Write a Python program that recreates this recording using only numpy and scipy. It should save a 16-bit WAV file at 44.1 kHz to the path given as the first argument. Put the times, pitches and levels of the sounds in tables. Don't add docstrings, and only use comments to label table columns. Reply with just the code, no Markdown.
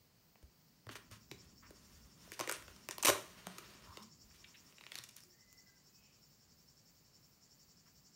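import sys
import numpy as np
from scipy import signal
from scipy.fft import rfft, irfft
from scipy.io import wavfile
from scipy.ndimage import uniform_filter1d

SR = 44100
rng = np.random.default_rng(int(sys.argv[2]) if len(sys.argv) > 2 else 0)


def unload_audio(sound):
    columns = np.transpose(np.atleast_2d(sound))
    steps = np.round(np.clip(columns, -1, 1) * 32767)
    wavfile.write(sys.argv[1], SR, steps.astype(np.int16))


def voltage_ratio(decibels):
    exponent = np.asarray(decibels, float) / 20
    return 10 ** exponent


N = 359415
T = np.arange(N) / SR


def level(x, rms_db):
    return x * voltage_ratio(rms_db) / np.sqrt(np.mean(x ** 2))


def noise():
    return rng.standard_normal(N)


def band(x, lo_hz, hi_hz):
    sos = signal.butter(2, [lo_hz, hi_hz], "bandpass", fs=SR, output="sos")
    return signal.sosfilt(sos, x)


def ring(x, hz, t60_s):
    r = np.exp(-np.log(1000) / (t60_s * SR))
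    w = 2 * np.pi * hz / SR
    return signal.lfilter([np.sin(w)], [1, -2 * r * np.cos(w), r * r], x)


def curve(rows):
    s, *columns = np.transpose(rows)
    return [np.interp(T, s, c) for c in columns]


def walk(rate_hz):
    k = int(SR / rate_hz)
    held = np.repeat(rng.standard_normal(N // k + 1), k)
    return uniform_filter1d(uniform_filter1d(held, k), k)[:N]


def gate(start_s, length_s, edge_s):
    to_nearest_end = np.minimum(T - start_s, start_s + length_s - T)
    return np.clip(to_nearest_end / edge_s, 0, 1)


# frequency in Hz, relative density in dB per Hz.
AIR_COLOUR = [(15, -44), (25, -13.5), (161, 1.5), (301, -9.5), (641, -14.5), (775, -16), (988, -16.5),
              (1440, -18.5), (2910, -20.5), (3620, -22.5), (4610, -14.5), (7110, -21.5), (10400, -29.5),
              (14800, -22.5), (16000, -17)]


def air():
    air_db, house_db, stir_db = -69, -81.5, -67
    stir_from_s, stir_rise_s, stir_until_s, stir_fade_s = 0.79, 0.13, 3.91, 1.46
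    hz, db = np.transpose(AIR_COLOUR)
    log_hz = np.log(np.fft.rfftfreq(N, 1 / SR) + 1)
    colour = voltage_ratio(np.interp(log_hz, np.log(hz), db))
    hiss = level(irfft(rfft(noise()) * colour, N), air_db)
    deep = band(noise(), 47, 79) * voltage_ratio(6.0 * walk(12))
    upper = band(noise(), 100, 240) * voltage_ratio(1.2 * walk(9))
    rumble = level(deep + 0.84 * upper, 0)
    rumble_db = np.interp(T, [stir_from_s, stir_from_s + stir_rise_s, stir_until_s, stir_until_s + stir_fade_s],
                          [house_db, stir_db, stir_db, house_db])
    return hiss + rumble * voltage_ratio(rumble_db)


def whine():
    whine_hz = 990.7
    out = np.zeros(N)
    for k in range(1, 16):
        out += voltage_ratio(-96 - 0.5 * k) * np.sin(2 * np.pi * (k * whine_hz * T + rng.random()))
    return out


def high_insect():
    swell_hz, first_swell_s = 3.0, 0.29
    swell = 0.33 + np.abs(np.cos(np.pi * swell_hz * (T - first_swell_s))) ** 1.3
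    top = band(band(noise(), 14000, 17000), 14000, 17000)
    skirt = band(noise(), 12000, 15000)
    return level(top * swell, -77.5) + level(skirt * swell, -91.5)


# time in seconds, chirps sung so far.
CHIRPS = [(0, .4), (2.9, 32.69), (7.55, 83.35), (8.15, 90.06)]
# time in seconds, level in dB before the chirps shape it.
CICADA_LEVEL = [(0, -105), (.55, -89), (.9, -86), (1.3, -72), (2.3, -72.5), (3.5, -76.5), (4, -68),
                (4.5, -71.5), (6.5, -74.5), (7.5, -75), (7.65, -72.5), (8.15, -73)]
# centre in Hz, width in Hz, relative level in dB, lag in chirps,
# share of the chirp it sounds.
TYMBAL = [(4700, 450, -7, .15, .7), (5300, 260, -3, -.03, .4), (5520, 260, -3, .08, .4),
          (5900, 500, -9, .12, .6), (6600, 600, -3, .22, .7), (7150, 500, 0, .2, .7),
          (7650, 600, -5, .18, .7)]


def cicada():
    upper_db = -7.5
    (count,), (heard_db,) = curve(CHIRPS), curve(CICADA_LEVEL)
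    click_phase = np.cumsum(150 + 15 * walk(55)) / SR % 1
    tymbal = noise() * (2.1 + np.exp(-click_phase / 0.3))
    effort = voltage_ratio(2.0 * walk(15))
    out = np.zeros(N)
    for k, (hz, width_hz, db, lag, share) in enumerate(TYMBAL):
        away = (count - lag + 0.5) % 1 - 0.5
        throb = 0.25 + effort * np.exp(-(2 * away / share) ** 2) * 1.2
        body = (-1) ** k * level(band(tymbal, hz - width_hz / 2, hz + width_hz / 2), db)
        out += voltage_ratio(heard_db + upper_db * (hz > 6200)) * body * throb
    return out


# pitch in Hz before bending, relative level in dB,
# t60 in seconds before shortening.
LEATHER_MODES = [(327, 7, 0.076), (412, 5.5, 0.076), (614, 4.5, 0.053), (986, 0, 0.021), (1362, 5.5, 0.01),
                 (1797, 6, 0.0088), (3050, 7.5, 0.0045), (3630, 1.5, 0.015), (4360, 5, 0.0045),
                 (5660, -5.5, 0.011), (6450, -4, 0.0064), (9050, -2, 0.0049), (10470, -1, 0.0016),
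                 (13480, -5.5, 0.0051), (15000, -23, 0.0065)]
UNBENT = np.ones(len(LEATHER_MODES))


def leather(x, shorten, bend):
    parts = np.zeros((3, len(x)))
    for k, ((hz, db, t60_s), mode_bend) in enumerate(zip(LEATHER_MODES, bend)):
        part = int(hz > 800) + int(hz > 5000)
        mode = ring(x, min(hz * mode_bend, 17000), t60_s * shorten)
        parts[part] += (-1) ** k * voltage_ratio(db) * mode
    return band(band(parts, 300, 19000), 300, 19000)


def snap(rows, crumble_ms, spot_hz, body):
    size = 4096
    out, t = np.zeros(N + size), np.arange(size) / SR
    chance = rng.standard_normal((len(rows), size + 2 + len(LEATHER_MODES)))
    for (s, db, bass_db, treble_db), row in zip(rows, chance):
        decay_ms = crumble_ms * np.exp(0.63 * row[-1])
        crumble = 0.28 * row[:size] * np.exp(-t * 1000 / decay_ms)
        release = (t == 0) * np.sign(row[0])
        low, mid, high = leather(crumble + release, 0.38, np.exp(0.074 * row[size:-2]))
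        spot = spot_hz * np.exp(0.15 * row[-2])
        mid = body * mid + band(mid, spot / 1.6, spot * 1.89)
        low, mid, high = (p / np.abs(p).max() for p in (low, mid, high))
        i = int(s * SR)
        out[i:i + size] += voltage_ratio(db) * (voltage_ratio(bass_db) * low + mid + voltage_ratio(treble_db) * high)
    return out[:N]


# time in seconds, peak of the middle modes in dB, bass re that peak in dB, treble re that peak in dB.
SLEEVE_SNAPS = [(0.356, -55, -7, -16), (0.427, -61.5, 3, 3), (0.868, -45.5, -4, -7), (0.891, -37, -11, -15),
                (0.955, -38, -13, -19), (1.113, -49, -6.5, 3.5), (1.314, -34.5, -10, -6.5),
                (1.706, -50.5, 2, 1), (2.276, -63, 9, -9), (2.319, -36, -12, 1.5), (2.393, -32.5, -17, 3),
                (2.4, -29, -8, -1), (2.409, -28.5, -8.5, -1.5), (2.475, -31.5, -6.5, -2.5),
                (2.495, -24, -15.5, -2.5), (2.514, -31, -10.5, 7), (2.523, -34.5, -27, 8.5),
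                (2.566, -42, -9, -1), (2.624, -47.5, -13, 1.5), (2.68, -44, -10.5, -17),
                (2.763, -56, -23, 8), (2.888, -30.5, -12.5, 3), (2.91, -35.5, -21.5, 7.5),
                (2.982, -35.5, -10, 4.5), (3.027, -38.5, -20, 13), (3.034, -27, -20.5, 2),
                (3.074, -23, -18, -13), (3.084, -17, -7.5, -18), (3.091, -26.5, 6, -18),
                (3.099, -22, -4.5, -26), (3.469, -32, -8.5, -1.5), (3.583, -38, -15.5, 0),
                (3.972, -35.5, -10.5, -9.5)]
# time in seconds, peak of the middle modes in dB.
TICKS = [(4.725, -52.5), (4.783, -45), (4.81, -42.5), (4.838, -45), (4.866, -37), (4.919, -36.5),
         (4.944, -43), (4.955, -33), (4.963, -52), (4.969, -53), (4.979, -41.5), (4.987, -36),
         (5.038, -46.5), (5.089, -56), (5.11, -66), (5.163, -62), (5.166, -51.5), (5.205, -58.5),
         (5.236, -61), (5.528, -58)]


def snaps():
    emerges_s, treble_db = (4.85, 5.106), (-13.5, 14.5)
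    ticks = [(s, db, -22.5, np.interp(s, emerges_s, treble_db)) for s, db in TICKS]
    sleeve = snap(SLEEVE_SNAPS, crumble_ms=1.6, spot_hz=1296, body=1.7)
    return sleeve + snap(ticks, crumble_ms=0.69, spot_hz=2450, body=0.79)


def room(x):
    t = np.arange(SR // 2) / SR
    white = rng.standard_normal((3, len(t)))
    low = voltage_ratio(2.0) * band(white[0], 110, 590) * voltage_ratio(-60 * t / 0.31)
    mid = band(white[1], 720, 4000) * voltage_ratio(-60 * t / 0.37)
    high = voltage_ratio(-1.5) * band(white[2], 5000, 13000) * voltage_ratio(-60 * t / 0.3)
    tail = (low + mid + high) * np.minimum(t / 0.0063, 1)
    return x + voltage_ratio(-35.5) * signal.fftconvolve(x, tail)[:N]


# time in seconds, level in dB before rise and decay, pitch in Hz.
THUMPS = [(0.433, -48, 66), (0.868, -44, 110), (0.901, -49.5, 262), (1.115, -48.5, 107), (1.313, -48, 132),
          (1.69, -57, 60), (2.398, -50, 120), (2.673, -56.5, 88), (3.082, -39, 110), (3.103, -49.5, 65),
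          (3.466, -43.5, 181), (3.882, -48.5, 92), (4.647, -69, 296), (4.996, -55, 127)]


def thumps():
    t60_s, rise_s = 0.16, 0.0077
    out = np.zeros(N)
    for s, db, hz in THUMPS:
        t = np.maximum(T - s, 0)
        boom = np.sin(2 * np.pi * hz * t) * voltage_ratio(-60 * t / t60_s)
        out += voltage_ratio(db) * boom * np.minimum(t / rise_s, 1)
    return out


def grains(per_s, spread_db, smooth):
    size_db = spread_db * np.minimum(rng.exponential(size=N), 4)
    clicks = (rng.random(N) < per_s / SR) * voltage_ratio(size_db) * noise()
    return level(clicks, 0) + smooth * noise()


# start in seconds, length in seconds,
# level of the middle modes in dB at full press, treble re that level in dB.
STROKES = [(1.58, 0.74, -72.5, -1.5), (2.146, 0.79, -64.5, -3), (3.162, 0.93, -62, -7),
           (4.159, 0.93, -73, -2), (4.765, 0.52, -75, -2)]
# start in seconds,
# length in seconds, level in dB before shaping, lowest frequency in Hz, highest frequency in Hz.
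SCUFFS_AND_HISS = [(0.888, 0.018, -53.5, 900, 4000), (0.907, 0.039, -55.5, 885, 15500),
                   (0.951, 0.027, -51.5, 770, 14000), (1.103, 0.081, -60, 890, 14200),
                   (1.315, 0.26, -73.5, 300, 15000), (1.621, 0.064, -64, 910, 2430),
                   (2.327, 0.024, -55.5, 2500, 14000), (2.402, 0.053, -51.5, 400, 6850),
                   (2.488, 0.015, -44, 600, 13800), (2.521, 0.047, -51.5, 1530, 9000),
                   (2.918, 0.017, -53, 1500, 10100), (2.99, 0.023, -56, 1200, 9050),
                   (3.857, 0.1, -62.5, 760, 1420), (3.968, 0.08, -63.5, 760, 1400),
                   (4.023, 0.015, -60, 3000, 14200), (4.304, 0.015, -70, 870, 3520),
                   (4.338, 0.035, -68, 1500, 13100), (4.44, 0.013, -56, 1850, 4000),
                   (4.538, 0.031, -62.5, 1800, 3950), (4.95, 0.07, -61, 1010, 6560),
                   (5.089, 0.008, -54.5, 3100, 13000), (5.158, 0.042, -63, 1500, 14000),
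                   (5.946, 0.28, -80, 2280, 3080), (7.856, .04, -72, 690, 2480)]


def rub():
    press_share, edge_db = 0.383, -6
    rise_share, fall_share = 0.19, 0.33
    friction = grains(2500, 3.0, 1.9) * voltage_ratio(2.5 * walk(50))
    low, mid, high = (level(p, 0) for p in leather(friction, 0.49, UNBENT))
    out = np.zeros(N)
    for s, length_s, db, treble_db in STROKES:
        press_db = np.interp(T, [s, s + press_share * length_s, s + length_s], [edge_db, 0, edge_db])
        stroke = mid + voltage_ratio(treble_db) * high + voltage_ratio(-7.0) * low
        out += gate(s, length_s, 0.1) * voltage_ratio(db + press_db) * stroke
    surface = level(mid + 0.62 * high + 0.5 * low, 0)
    for s, length_s, db, lo_hz, hi_hz in SCUFFS_AND_HISS:
        span = slice(int(s * SR), int((s + length_s) * SR))
        done = np.linspace(0, 1, span.stop - span.start)
        shape = np.minimum(np.minimum(done / rise_share, (1 - done) / fall_share), 1)
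        out[span] += voltage_ratio(db) * shape * level(band(surface[span], lo_hz, min(hi_hz, 18000)), 0)
    return out


# start in seconds, length in seconds, treble level in dB.
JERKS = [(3.047, .015, -27), (3.066, 0.041, -30.5)]


def rip():
    flap_db, flap_db_per_s = -51.5, -95.5
    threads = grains(3000, 2, 0.6)
    low, mid, high = (level(p, 0) for p in leather(threads, 0.32, UNBENT))
    tearing = sum(voltage_ratio(db) * gate(s, length_s, 0.002) for s, length_s, db in JERKS)
    freed_s = T - JERKS[-1][0] - JERKS[-1][1]
    rustle = (freed_s > 0) * voltage_ratio(flap_db + flap_db_per_s * np.maximum(freed_s, 0))
    return (tearing + rustle) * (voltage_ratio(-9.5) * low + voltage_ratio(-2.5) * mid + high)


# start in seconds, length in seconds, first pitch in Hz, last pitch in Hz,
# level in dB before wavering.
SQUEALS = [(5.28, .2, 1790, 1900, -77), (5.31, .56, 2030, 2000, -73), (5.555, .05, 2015, 2010, -67),
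           (5.62, .2, 1620, 1570, -78), (5.88, .3, 2560, 2545, -79), (5.21, .14, 365, 355, -71),
           (3.98, .12, 205, 225, -59)]


def squeals():
    out = np.zeros(N)
    for s, length_s, first_hz, last_hz, db in SQUEALS:
        turns = np.cumsum(np.interp(T, [s, s + length_s], [first_hz, last_hz])) / SR
        waver = 1 + level(band(noise(), 2, 39), -5)
        out += voltage_ratio(db) * gate(s, length_s, length_s / 3) * waver * np.sin(2 * np.pi * turns)
    return out


def scene():
    hands = room(snaps() + thumps() + rub() + rip())
    return (air() + high_insect() + cicada() + hands + squeals())[None]


def band_limit(x):
    return signal.sosfilt(signal.butter(12, 16670, fs=SR, output="sos"), x)


def record(dry):
    top_hz = 15750
    top_cut = signal.ellip(10, 0.2, 60, top_hz, fs=SR, output="sos")
    mix = signal.sosfilt(top_cut, dry + whine())
    return band_limit(mix)


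dry = scene()
out = record(dry)
unload_audio(out)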